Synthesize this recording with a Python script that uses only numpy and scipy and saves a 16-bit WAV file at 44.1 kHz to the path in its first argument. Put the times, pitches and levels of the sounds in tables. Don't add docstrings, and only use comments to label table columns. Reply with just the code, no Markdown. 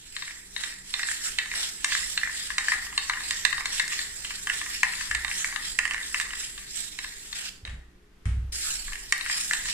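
import sys
import numpy as np
from scipy import signal
from scipy.fft import rfft, irfft, next_fast_len
from scipy.io import wavfile
from scipy.ndimage import uniform_filter1d

SR = 44100
rng = np.random.default_rng(int(sys.argv[2]) if len(sys.argv) > 2 else 0)


def to_wav(s):
    ch = np.atleast_2d(s).T
    pcm = np.round(np.clip(ch, -1, 1) * 32767)
    wavfile.write(sys.argv[1], SR, pcm.astype(np.int16))


N = 429093
HOP = 128
BIN_HZ, FRAMES = np.fft.rfftfreq(512, 1 / SR), N // HOP + 5
LEFT_LAG_S = 4 / SR

# (frequency [Hz], density [dB])
JET_SPECTRUM = [(290, -63.5), (500, -29), (988, -20), (1030, -23), (1740, -6.5), (2330, -7), (2730, -7),
                (3250, -5.5), (4600, -4.5), (6420, -7), (7640, 1), (11300, -12.5), (14900, -18.5),
                (16000, -34)]
# (frequency [Hz], left minus right [dB])
PORT_BALANCE = [(500, -9), (1200, 4.5), (1800, 7.5), (2700, -2), (4100, 6.5), (4900, 0), (5600, 0),
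                (6300, 1), (7000, -3), (8000, -5), (9300, 5.5), (10500, 4), (15000, 1.5)]
# (frequency [Hz], coherence [0-1])
PORT_COHERENCE = [(500, .5), (2000, .45), (5000, .5), (9000, .5), (15000, .42)]
# (frequency [Hz], left minus right [rad])
PORT_PHASE = [(500, -.3), (2000, -1.3), (4000, -2.6), (6000, -3.1), (9000, -3.2), (12000, -3.4),
              (15000, -3.8)]
# (opens [s], closes [s])
VALVE_OPEN = [(0, 7.495), (8.523, 9.8)]
# (time [s], relative level [dB])
STEADY_HISS = [(0, -60), (.85, -63.5), (1.2, -55), (2.9, -55.5), (4.5, -53.5), (6.3, -55), (7.3, -58),
               (8.5, -46.5), (9.1, -56), (9.73, -52.5)]
# (centre [s], relative peak [dB], half length [s], lower hiss lift [dB])
JET_PASSES = [(0.254, -62, 0.088, 9), (0.648, -51.5, .07, 5), (0.962, -52, 0.077, 0),
              (1.104, -47, .05, -1.5), (1.252, -46.5, 0.045, 3), (1.61, -46, 0.069, 6.5),
              (1.941, -49.5, 0.078, 8), (2.074, -50, 0.11, -1), (2.417, -49.5, 0.075, 2),
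              (2.702, -51.5, 0.063, 11), (2.851, -57.5, 0.022, 11), (3.08, -60.5, 0.071, 4),
              (3.313, -51.5, 0.097, 7.5), (3.753, -50.5, 0.055, 9.5), (3.962, -50.5, 0.064, 10),
              (4.297, -66, 0.081, 23), (4.56, -56, 0.089, 11), (4.752, -52.5, 0.048, 4.5),
              (4.994, -56, 0.092, 12), (5.38, -48.5, 0.096, -2), (5.678, -51.5, 0.046, 2),
              (6.073, -54, 0.057, -3), (6.197, -48.5, 0.035, -3), (6.41, -50.5, 0.055, 3),
              (6.802, -49, 0.058, 0), (7.077, -61, 0.067, 12), (7.373, -56, 0.038, 12),
              (7.477, -61, 0.061, 22), (8.577, -58, 0.068, -7), (8.68, -46, 0.068, -1),
              (9.34, -45.5, 0.1, 1.5), (9.502, -47.5, 0.09, -6.5), (9.72, -51, 0.076, 9)]
# (frequency [Hz], density [dB])
AIR_SPECTRUM = [(8.8, -36), (15, 2), (48, 0.5), (70, -4.5), (92, -16), (123, -8), (150, -12),
                (269, -12.5), (303, -12.5), (382, -17.5), (417, -14.5), (575, -24), (1740, -21),
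                (12700, -38.5), (16000, -52)]
# (frequency [Hz], power share [0-1])
AIR_COHERENCE = [(20, 1), (150, 0.96), (350, 0.22), (1000, 0.12), (16000, .1)]
# (frequency [Hz], relative level [dB])
HUM_PARTIALS = [(118.4, -72.5), (188, -67.5), (296, -73.5), (355, -74.5), (415, -72), (473, -88)]
# (time [s], rumble [dB], relative tone [dB])
AIR_LEVELS = [(0.0, -61, -75), (1.2, -60, -66.5), (2.8, -57.5, -66), (3.5, -55, -64), (4.9, -58, -66),
              (5.3, -54.5, -64), (7.43, -56, -70), (8.1, -64, -75), (8.4, -38, -66), (8.62, -55.5, -67),
              (8.92, -37, -68), (9.08, -56, -69), (9.73, -49, -63)]
# (frequency [Hz], t60 [s])
ROOM_DECAY = [(300, 0.94), (1000, 0.62), (2000, 0.39), (5000, 0.44), (10000, 0.46)]
# (time [s], relative level [dB], middle-mode centre [Hz], low [dB], upper [dB], high [dB], tick [dB])
BALL_BLOWS = [(0.1652, -29, 1760, -12.5, 1.5, 2.5, -5), (0.222, -32, 2210, -7, -3, 4, -8),
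              (0.2778, -31, 1970, -27, -13, -21, -18), (0.3084, -33, 1750, -32, -20, -29, -19),
              (0.5636, -24.5, 1850, -16, -9, 1.5, -11), (0.6005, -42, 1950, -9, -3, 3, -1),
              (0.636, -23, 2060, -18, -6, -5, -12), (0.724, -36.5, 1750, -32, -13, -19, -16),
              (0.9392, -22.5, 2100, -12.5, -7, 3.5, -10), (0.9941, -21.5, 1750, -31, -20, -18, -11),
              (1.0313, -20.5, 1790, -21, -8, -5, -10.5), (1.0869, -22, 1720, -34, -18, -10, -9),
              (1.1149, -25.5, 1710, -29, -18, -20, -10), (1.386, -16.5, 2060, -24, -5, -6, -10),
              (1.4576, -30, 1800, -14, -9, -10, -9), (1.515, -23, 2150, -21, -22.5, -8, -15),
              (1.5386, -26, 1870, -17, -13, -34.5, -4), (1.8446, -18, 1900, -12, -3.5, -2, 1.5),
              (1.92, -22, 1690, -21, -17, -25, -16), (1.951, -18, 1740, -17, -20, -23, -16),
              (2.176, -19, 1820, -17, -2.5, 0.5, -10), (2.2327, -18, 1740, -44.5, -26.5, -24, -18),
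              (2.2742, -24, 1780, -34, -29, -27, -25), (2.2937, -33, 1790, -10, -22, -19, -21),
              (2.503, -24.5, 1760, -10.5, -12, -12, -21), (2.582, -14.5, 1860, -13, -6, -5, -6),
              (2.6836, -15.5, 1670, -22, -36, -16, -6), (2.7186, -16, 1760, -12, -15, -18, -16),
              (2.7379, -23.5, 1600, -18, -18, -20, -11), (2.8661, -35, 1670, -6.5, 2, -19, -17),
              (2.9267, -38.5, 1910, -3, -4, -17.5, -14), (2.9773, -19, 1700, -10.5, -0.5, 3.5, -3),
              (3.0968, -17, 1670, -8, -15, -8, -10.5), (3.1353, -23.5, 1790, -18, -6, -16, -11),
              (3.1716, -27.5, 1740, -11, -21, -25, -27), (3.2054, -32, 1660, -5, -11, -11, -8),
              (3.3082, -20, 1990, -10, -2.5, 3, -1), (3.4505, -13.5, 1820, -14, -6.5, -2, -5.5),
              (3.5271, -19.5, 1660, -11, -8, -10, -11.5), (3.5797, -26.5, 1720, -5.5, -11, -2, -12),
              (3.6073, -25, 1950, -5.5, -11, -21, -14), (3.6565, -21.5, 1960, -13.5, -5, -1, -2.5),
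              (3.7971, -16, 1840, -22, -12, -8, -8), (3.8786, -29.5, 1830, -28, -10, -7, 5),
              (3.9187, -35, 2100, -6, -5, -11, -5), (3.932, -29, 2140, -10, 1, 0, -6),
              (3.9909, -22, 1920, -20.5, -22, 0, -8), (4.2478, -33.5, 2050, -14, 8, -3, -8),
              (4.306, -28, 1900, -13, -3, -13, -10), (4.4708, -22.5, 1690, -13, -1, -23, -5.5),
              (4.4976, -18.5, 1710, -25, -6.5, -31, -10), (4.6136, -26.5, 1910, -11, -8, -15, -18),
              (4.6625, -28.5, 1970, -10, -8, -19, -17), (4.8315, -13, 1950, -12, -8, -30, -4.5),
              (4.9357, -28, 1900, -17, -1, -17, -5), (5.01, -26.5, 1790, -9, -1, -17, -3),
              (5.1123, -17.5, 1720, -18.5, -10, -14, -9.5), (5.1488, -18.5, 1800, -21, -9, -10, -6),
              (5.2468, -22.5, 1990, -8.5, -7.5, -5, -8), (5.28, -27, 1710, -9, -5, -5, -7),
              (5.3138, -21, 2050, -32, -5, -20, -17), (5.445, -16.5, 1870, -17.5, -14, -22, -9),
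              (5.5258, -27, 1930, -7, -11, -13, -6), (5.5602, -23, 1800, -9, -4.5, -6, -10),
              (5.7886, -12.5, 1720, -14.5, -6.5, -25, -8), (5.8529, -18.5, 1840, -13, -5, -26, -10.5),
              (5.877, -25.5, 1930, -20, -15, -18, -7), (5.9089, -21, 1660, -13, -2.5, -29, -11),
              (5.9353, -30.5, 2090, -12, -2, -15, 0.5), (5.9442, -21.5, 1800, -14, -9, -14, -12),
              (5.979, -28.5, 1760, -17, -8, -22, -10), (6.03, -42, 1940, -21, -5, 11, -4),
              (6.1441, -16, 1840, -18, -7.5, -18, -9), (6.1993, -18, 1700, -15, -4, -9, -7),
              (6.2119, -26, 1730, -14, -7, -1, -2), (6.2655, -36, 2020, -4, -14, -8, -11),
              (6.3056, -33.5, 1680, -11, 0, -10, -10), (6.333, -28, 1800, -14, -11, -10, -13),
              (6.5782, -37, 1730, -8, 3.5, 0, 0), (6.988, -30, 2020, -13.5, -1, 2, -0.5),
              (7.0442, -29, 1690, -13.5, -8, -7, -13), (7.3282, -34.5, 1980, -8, 3, 8.5, 2),
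              (7.6509, -41.5, 1940, -11, 6, 10, -11), (7.676, -35.5, 1980, -12, 0, -7, -14),
              (8.8802, -33.5, 1730, -11, -18, -6, -6), (8.9215, -36, 1710, -7, -7, -13, -4),
              (8.932, -33.5, 1930, -14, -1, -12, -3), (8.9553, -32.5, 1790, -23, -3, -17, -8),
              (9.1235, -13, 1880, -16, -8, -10, 0.5), (9.21, -28.5, 2030, -10, 1, 2, -5),
              (9.2619, -21.5, 1640, -23, -14, -20, -14), (9.298, -20.5, 1930, -13.5, -22, -20, -15),
              (9.5104, -16, 1640, -25, -15, -18, -10), (9.5335, -19, 1675, -15, -6, -8, -1),
              (9.6565, -31, 1710, -14, -3, -14, 0), (9.6858, -30, 2150, -12, -5, -14, -4)]
# (frequency [Hz], level [dB], t60 [s], lasting share [0-1])
WALL_MODES = [(795.5, -9, 0.37, 0.7), (964, -3.5, 0.11, 0.5), (1059, 12, .06, 0.47),
              (1186, 12.5, 0.16, 0.24), (1444, -18.5, 0.24, 0.72), (1690, -0.5, 0.18, 0.15),
              (1760, 1.5, 0.048, 0.14), (1866, -1.5, 0.067, 0.08), (1930, -3.5, .14, 0.25),
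              (2050, -1.5, 0.16, 0.3), (2150, -0.5, 0.13, 0), (2332, 0.5, .06, 0.3), (2637, 6.5, .04, 0),
              (2797, 5.5, .04, 0.2), (3094, 2, 0.045, 0.7), (3703, 10, 0.057, 0.4), (3910, 7, 0.043, 0),
              (4374, 8.5, .08, 0)]
# (frequency [Hz], density [dB])
TICK_SPECTRUM = [(2500, -32), (4500, -4.5), (6300, -6.5), (7400, -1), (8800, -6), (10500, -20.5),
                 (15500, -51)]
# (time [s], relative level [dB], mode tilt [dB/octave])
BASKET_KNOCKS = [(5.1, -32, -9), (5.15, -36, -8), (7.629, -35, 3), (7.681, -25, -10), (7.718, -37.5, 11),
                 (8.257, -13.5, 2.8), (8.289, -22, 2.5), (8.329, -29, 7), (8.369, -17.5, -0.5),
                 (8.428, -22.5, 1.5), (8.859, -56, 9)]
# (frequency [Hz], level [dB], t60 [s])
BOARD_MODES = [(33, -8.5, 0.55), (50, -4, 0.15), (62.1, 4, 0.56), (76, 4, 0.22), (91, 8.5, 0.13),
               (143, -10, 0.29), (225, -14, 0.1)]
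# (time [s], peak [dB], decay [s])
ROPE_SCUFFS = [(7.537, -46, 0.018), (7.6513, -28.5, 0.014), (7.695, -30, 0.014), (8.2553, -26, 0.008),
               (8.288, -37.5, 0.065)]
# (frequency [Hz], density [dB])
SCUFF_SPECTRUM = [(400, -13), (1060, -11), (1950, -1), (2650, -5.5), (4400, -14), (6200, -20),
                  (7800, -13.5), (10000, -22.5), (15000, -52)]


def amp(db):
    return 10 ** (np.asarray(db) / 20)


def unit_rms(x):
    return x / np.sqrt(np.mean(x ** 2) + 1e-20)


def curve_at(points, hz):
    knots_hz, values = np.transpose(points)
    return np.interp(np.log(hz + 1), np.log(knots_hz + 1), values)


def add(mix, start_s, sound):
    part = mix[..., round(start_s * SR):][..., :sound.shape[-1]]
    part += sound[..., :part.shape[-1]]


def coloured(x, spectrum_db):
    size = next_fast_len(x.shape[-1])
    gain = amp(curve_at(spectrum_db, np.fft.rfftfreq(size, 1 / SR)))
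    return irfft(rfft(x, size) * gain, size)[..., :x.shape[-1]]


def pan(balance_db):
    return amp(np.array([balance_db / 2, -balance_db / 2]))


def wander(span_s):
    return unit_rms(uniform_filter1d(rng.standard_normal(FRAMES), round(span_s * SR / HOP)))


def port_noise(field_db):
    a, b, c, d = rng.standard_normal((FRAMES, len(BIN_HZ), 4)).T
    right, unshared = a + 1j * b, c + 1j * d
    coherence = curve_at(PORT_COHERENCE, BIN_HZ)[:, None]
    shift = np.exp(1j * curve_at(PORT_PHASE, BIN_HZ))[:, None]
    left = coherence * right * shift + np.sqrt(1 - coherence ** 2) * unshared
    return signal.istft(np.array([left, right]) * amp(field_db), nperseg=512, noverlap=512 - HOP)[1][:, :N]


def spray_jet():
    frame_s, hz = np.arange(FRAMES) * HOP / SR, BIN_HZ[:, None]
    centre_s, peak_db, half_s, lift_db = np.transpose(JET_PASSES)[:, :, None]
    swells = amp(peak_db) * np.exp(-((frame_s - centre_s) / half_s) ** 2)
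    steady = amp(np.interp(frame_s, *np.transpose(STEADY_HISS)))
    level = steady + swells.sum(0)
    splash_db = (0.5 * steady + (swells * lift_db).sum(0)) / level / (1 + (hz / 5500) ** 4)
    patches = uniform_filter1d(rng.standard_normal((FRAMES, len(BIN_HZ))).T, 8, axis=0)
    patches_db = 2.84 * unit_rms(uniform_filter1d(patches, 20, axis=1))
    sputter_db = 2.06 * wander(span_s=0.009)
    top_db = 0.35 * 20 * np.log10(steady / level) / (1 + (11000 / (hz + 1)) ** 8)
    nozzle_hz = 5370 + 150 * wander(span_s=0.166)
    nozzle_db = 3.2 * (1.5 - steady / level) * np.exp(-((hz - nozzle_hz) / 450) ** 2)
    base_db = curve_at(JET_SPECTRUM, hz)
    base_rms = np.sqrt(np.mean(amp(base_db) ** 2))
    field_db = base_db + splash_db + top_db + nozzle_db + patches_db + sputter_db
    ports = pan(curve_at(PORT_BALANCE, hz) - 3 + 1.5 * wander(span_s=0.166))
    t = np.arange(N) / SR
    held = sum((t >= open_s) * (t <= close_s) * 1. 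for open_s, close_s in VALVE_OPEN)
    valve = uniform_filter1d(held, size=300)
    return amp(-11) * valve * port_noise(field_db + 20 * np.log10(ports * level / base_rms))


def room_tone():
    t, size = np.arange(N) / SR, next_fast_len(N)
    hz = np.fft.rfftfreq(size, 1 / SR)
    spectra = rfft(rng.standard_normal((3, N)), size)
    shared = curve_at(AIR_COHERENCE, hz)
    stereo = np.sqrt(shared) * spectra[0] + np.sqrt(1 - shared) * spectra[1:]
    air = irfft(stereo * amp(curve_at(AIR_SPECTRUM, hz)), size)[:, :N]
    wavers = unit_rms(uniform_filter1d(rng.standard_normal((len(HUM_PARTIALS), N)), 4000, axis=1))
    hum = sum(amp(db + 2 + 3.64 * waver) * np.sin(2 * np.pi * (hum_hz * t + 0.14 * waver))
              for (hum_hz, db), waver in zip(HUM_PARTIALS, wavers))
    rumble = coloured(rng.standard_normal(N), [(8, -13), (18, -13), (42, -15.5), (70, -36.5), (200, -84)])
    times_s, *levels_db = np.transpose(AIR_LEVELS)
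    rumble_db, tone_db = (np.interp(t, times_s, column) for column in levels_db)
    swell = (amp(tone_db - tone_db.min()) - 1) * coloured(air, [(400, -5.5), (900, -8)])
    return amp(-58.5) * (air + swell) / air.std() + hum + amp(rumble_db) * unit_rms(rumble)


def room_reverb(x):
    taps = np.zeros((3, 2, SR // 2))
    slots = np.arange(200, SR // 2 - 20, 20)
    arrivals = slots + rng.integers(0, 20, (3, 2, len(slots)))
    np.put_along_axis(taps, arrivals, rng.choice([-1., 1.], arrivals.shape), axis=2)
    hz, t, spectra = signal.stft(taps, SR, nperseg=256)
    decay = amp(-60 * t / curve_at(ROOM_DECAY, hz)[:, None])
    tails = signal.istft(spectra * decay, SR, nperseg=256)[1]
    fade_rad = 2 * np.pi * (1.3 * np.arange(N) / SR + np.arange(3)[:, None, None] / 3)
    feeds = np.sqrt(2 / 3) * np.cos(fade_rad) * x
    return signal.fftconvolve(feeds, tails / np.linalg.norm(tails[0, 0]), axes=2).sum(0)[:, :N]


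def can_wall(weights, phases_rad, t, thud_s, tuning=1):
    hz, db, t60_s, lasting = np.transpose(WALL_MODES)[:, :, None]
    decay = (1 - lasting) * np.exp(-(t / thud_s) ** 2) + lasting * amp(-60 * t / t60_s)
    rise = np.minimum(t * hz / 0.85, 1)
    modes = np.sin(2 * np.pi * hz * tuning * t + phases_rad[:, None])
    return (weights[:, None] * amp(db) * decay * rise * modes).sum(0)


def ball_blows():
    out, t = np.zeros((2, N)), np.arange(4500) / SR
    crest, tick_samples = 1.75, 2500
    hz, mode_db = np.transpose(WALL_MODES)[:2]
    group = np.searchsorted([1400, 2450, 3400], hz)
    scatter = rng.standard_normal((len(BALL_BLOWS), 4, len(hz)))
    noises = rng.standard_normal((len(BALL_BLOWS), 2, tick_samples))
    tick_decay = (np.exp(-(t / 0.004) ** 2) + 0.25 * amp(-60 * t / 0.06))[:tick_samples]
    for blow, (spot, phase, slosh, jitter), noise in zip(BALL_BLOWS, scatter, noises):
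        start_s, db, centre_hz, low_db, upper_db, high_db, tick_db = blow
        group_gains = amp([low_db, 0, upper_db, high_db])
        weights = amp(2.13 * spot) * np.where(group == 1, amp(-60 * np.log2(hz / centre_hz) ** 2), 1)
        group_rms = np.sqrt(np.bincount(group, (weights * amp(mode_db)) ** 2) / 2)
        weights *= (group_gains / group_rms)[group]
        tuning = 1 + 0.014 * slosh[:, None]
        thud_s = 0.0045 * np.exp(0.084 * jitter[0])
        ring = np.array([can_wall(weights, 1.84 * phase - 2 * np.pi * hz * lag_s, t, thud_s, tuning)
                         for lag_s in (LEFT_LAG_S, 0)])
        ring *= crest * np.linalg.norm(group_gains) / abs(ring).max()
        tick = coloured((noise[0] + 0.77 * noise) * tick_decay, TICK_SPECTRUM)
        ring[:, :tick_samples] += crest * amp(tick_db) * pan(-7)[:, None] * tick / abs(tick).max()
        add(out, start_s, amp(db) * pan(4 * jitter[1])[:, None] * ring)
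    highpass = signal.butter(6, 700, "high", fs=SR, output="sos")
    return signal.sosfilt(highpass, out)


def ball_rolling():
    knocks_per_s, rise_s, fade_s = 400, 0.0066, 0.055
    sizes = amp(4.5 * np.minimum(rng.exponential(1, N), 3))
    knocks = sizes * (rng.random(N) < knocks_per_s / SR) * rng.choice([-1, 1], N)
    t, hz = np.arange(SR) / SR, np.transpose(WALL_MODES)[0]
    weights = amp(-90 * np.log2(hz / 1880) ** 2)
    body = can_wall(weights, rng.uniform(0, 2 * np.pi, len(hz)), t[:4000], thud_s=0.0069)
    power, envelope = np.zeros(N), (1 - np.exp(-t / rise_s)) * np.exp(-t / fade_s)
    for start_s, db, *_ in BALL_BLOWS:
        add(power, start_s, amp(db - 19) ** 2 * envelope)
    ring = unit_rms(signal.oaconvolve(knocks, body)[:N]) * np.sqrt(power)
    return pan(1)[:, None] * np.array([np.roll(ring, round(LEFT_LAG_S * SR)), ring])


def floor_thumps():
    out, t = np.zeros(N), np.arange(SR // 2) / SR
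    rise = np.minimum(t / 0.017, 1)
    for start_s, db, tilt_db_per_octave in BASKET_KNOCKS:
        ring = sum(amp(mode_db + tilt_db_per_octave * np.log2(hz / 60) - 60 * t / t60_s)
                   * np.sin(2 * np.pi * hz * t) for hz, mode_db, t60_s in BOARD_MODES)
        add(out, start_s, -amp(db - 9) * ring * rise)
    return pan(-0.77)[:, None] * out


def rope_scuffs():
    out, t = np.zeros((2, N)), np.arange(8000) / SR
    attack = (1 + 2.8 * np.exp(-t / 0.0017)) * np.minimum(t / 0.00042, 1)
    for start_s, peak_db, decay_s in ROPE_SCUFFS:
        noise = rng.standard_normal((2, len(t)))
        burst = coloured(noise[0] + 4.3 * noise, SCUFF_SPECTRUM) * attack * np.exp(-t / decay_s)
        add(out, start_s, amp(peak_db) * burst / abs(burst).max())
    return out


def scene():
    hiss, ball, scuffs = spray_jet(), ball_blows() + ball_rolling(), rope_scuffs()
    reverb = room_reverb(amp(-7) * hiss + amp(-6) * ball + amp(3.5) * scuffs)
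    return hiss + ball + scuffs + reverb + floor_thumps() + room_tone()


def record(dry):
    edge_hz = 15250
    lowpass = signal.firwin(511, edge_hz, window=("kaiser", 9), fs=SR)
    return signal.oaconvolve(dry, lowpass[None], "same")


dry = scene()
out = record(dry)
to_wav(out)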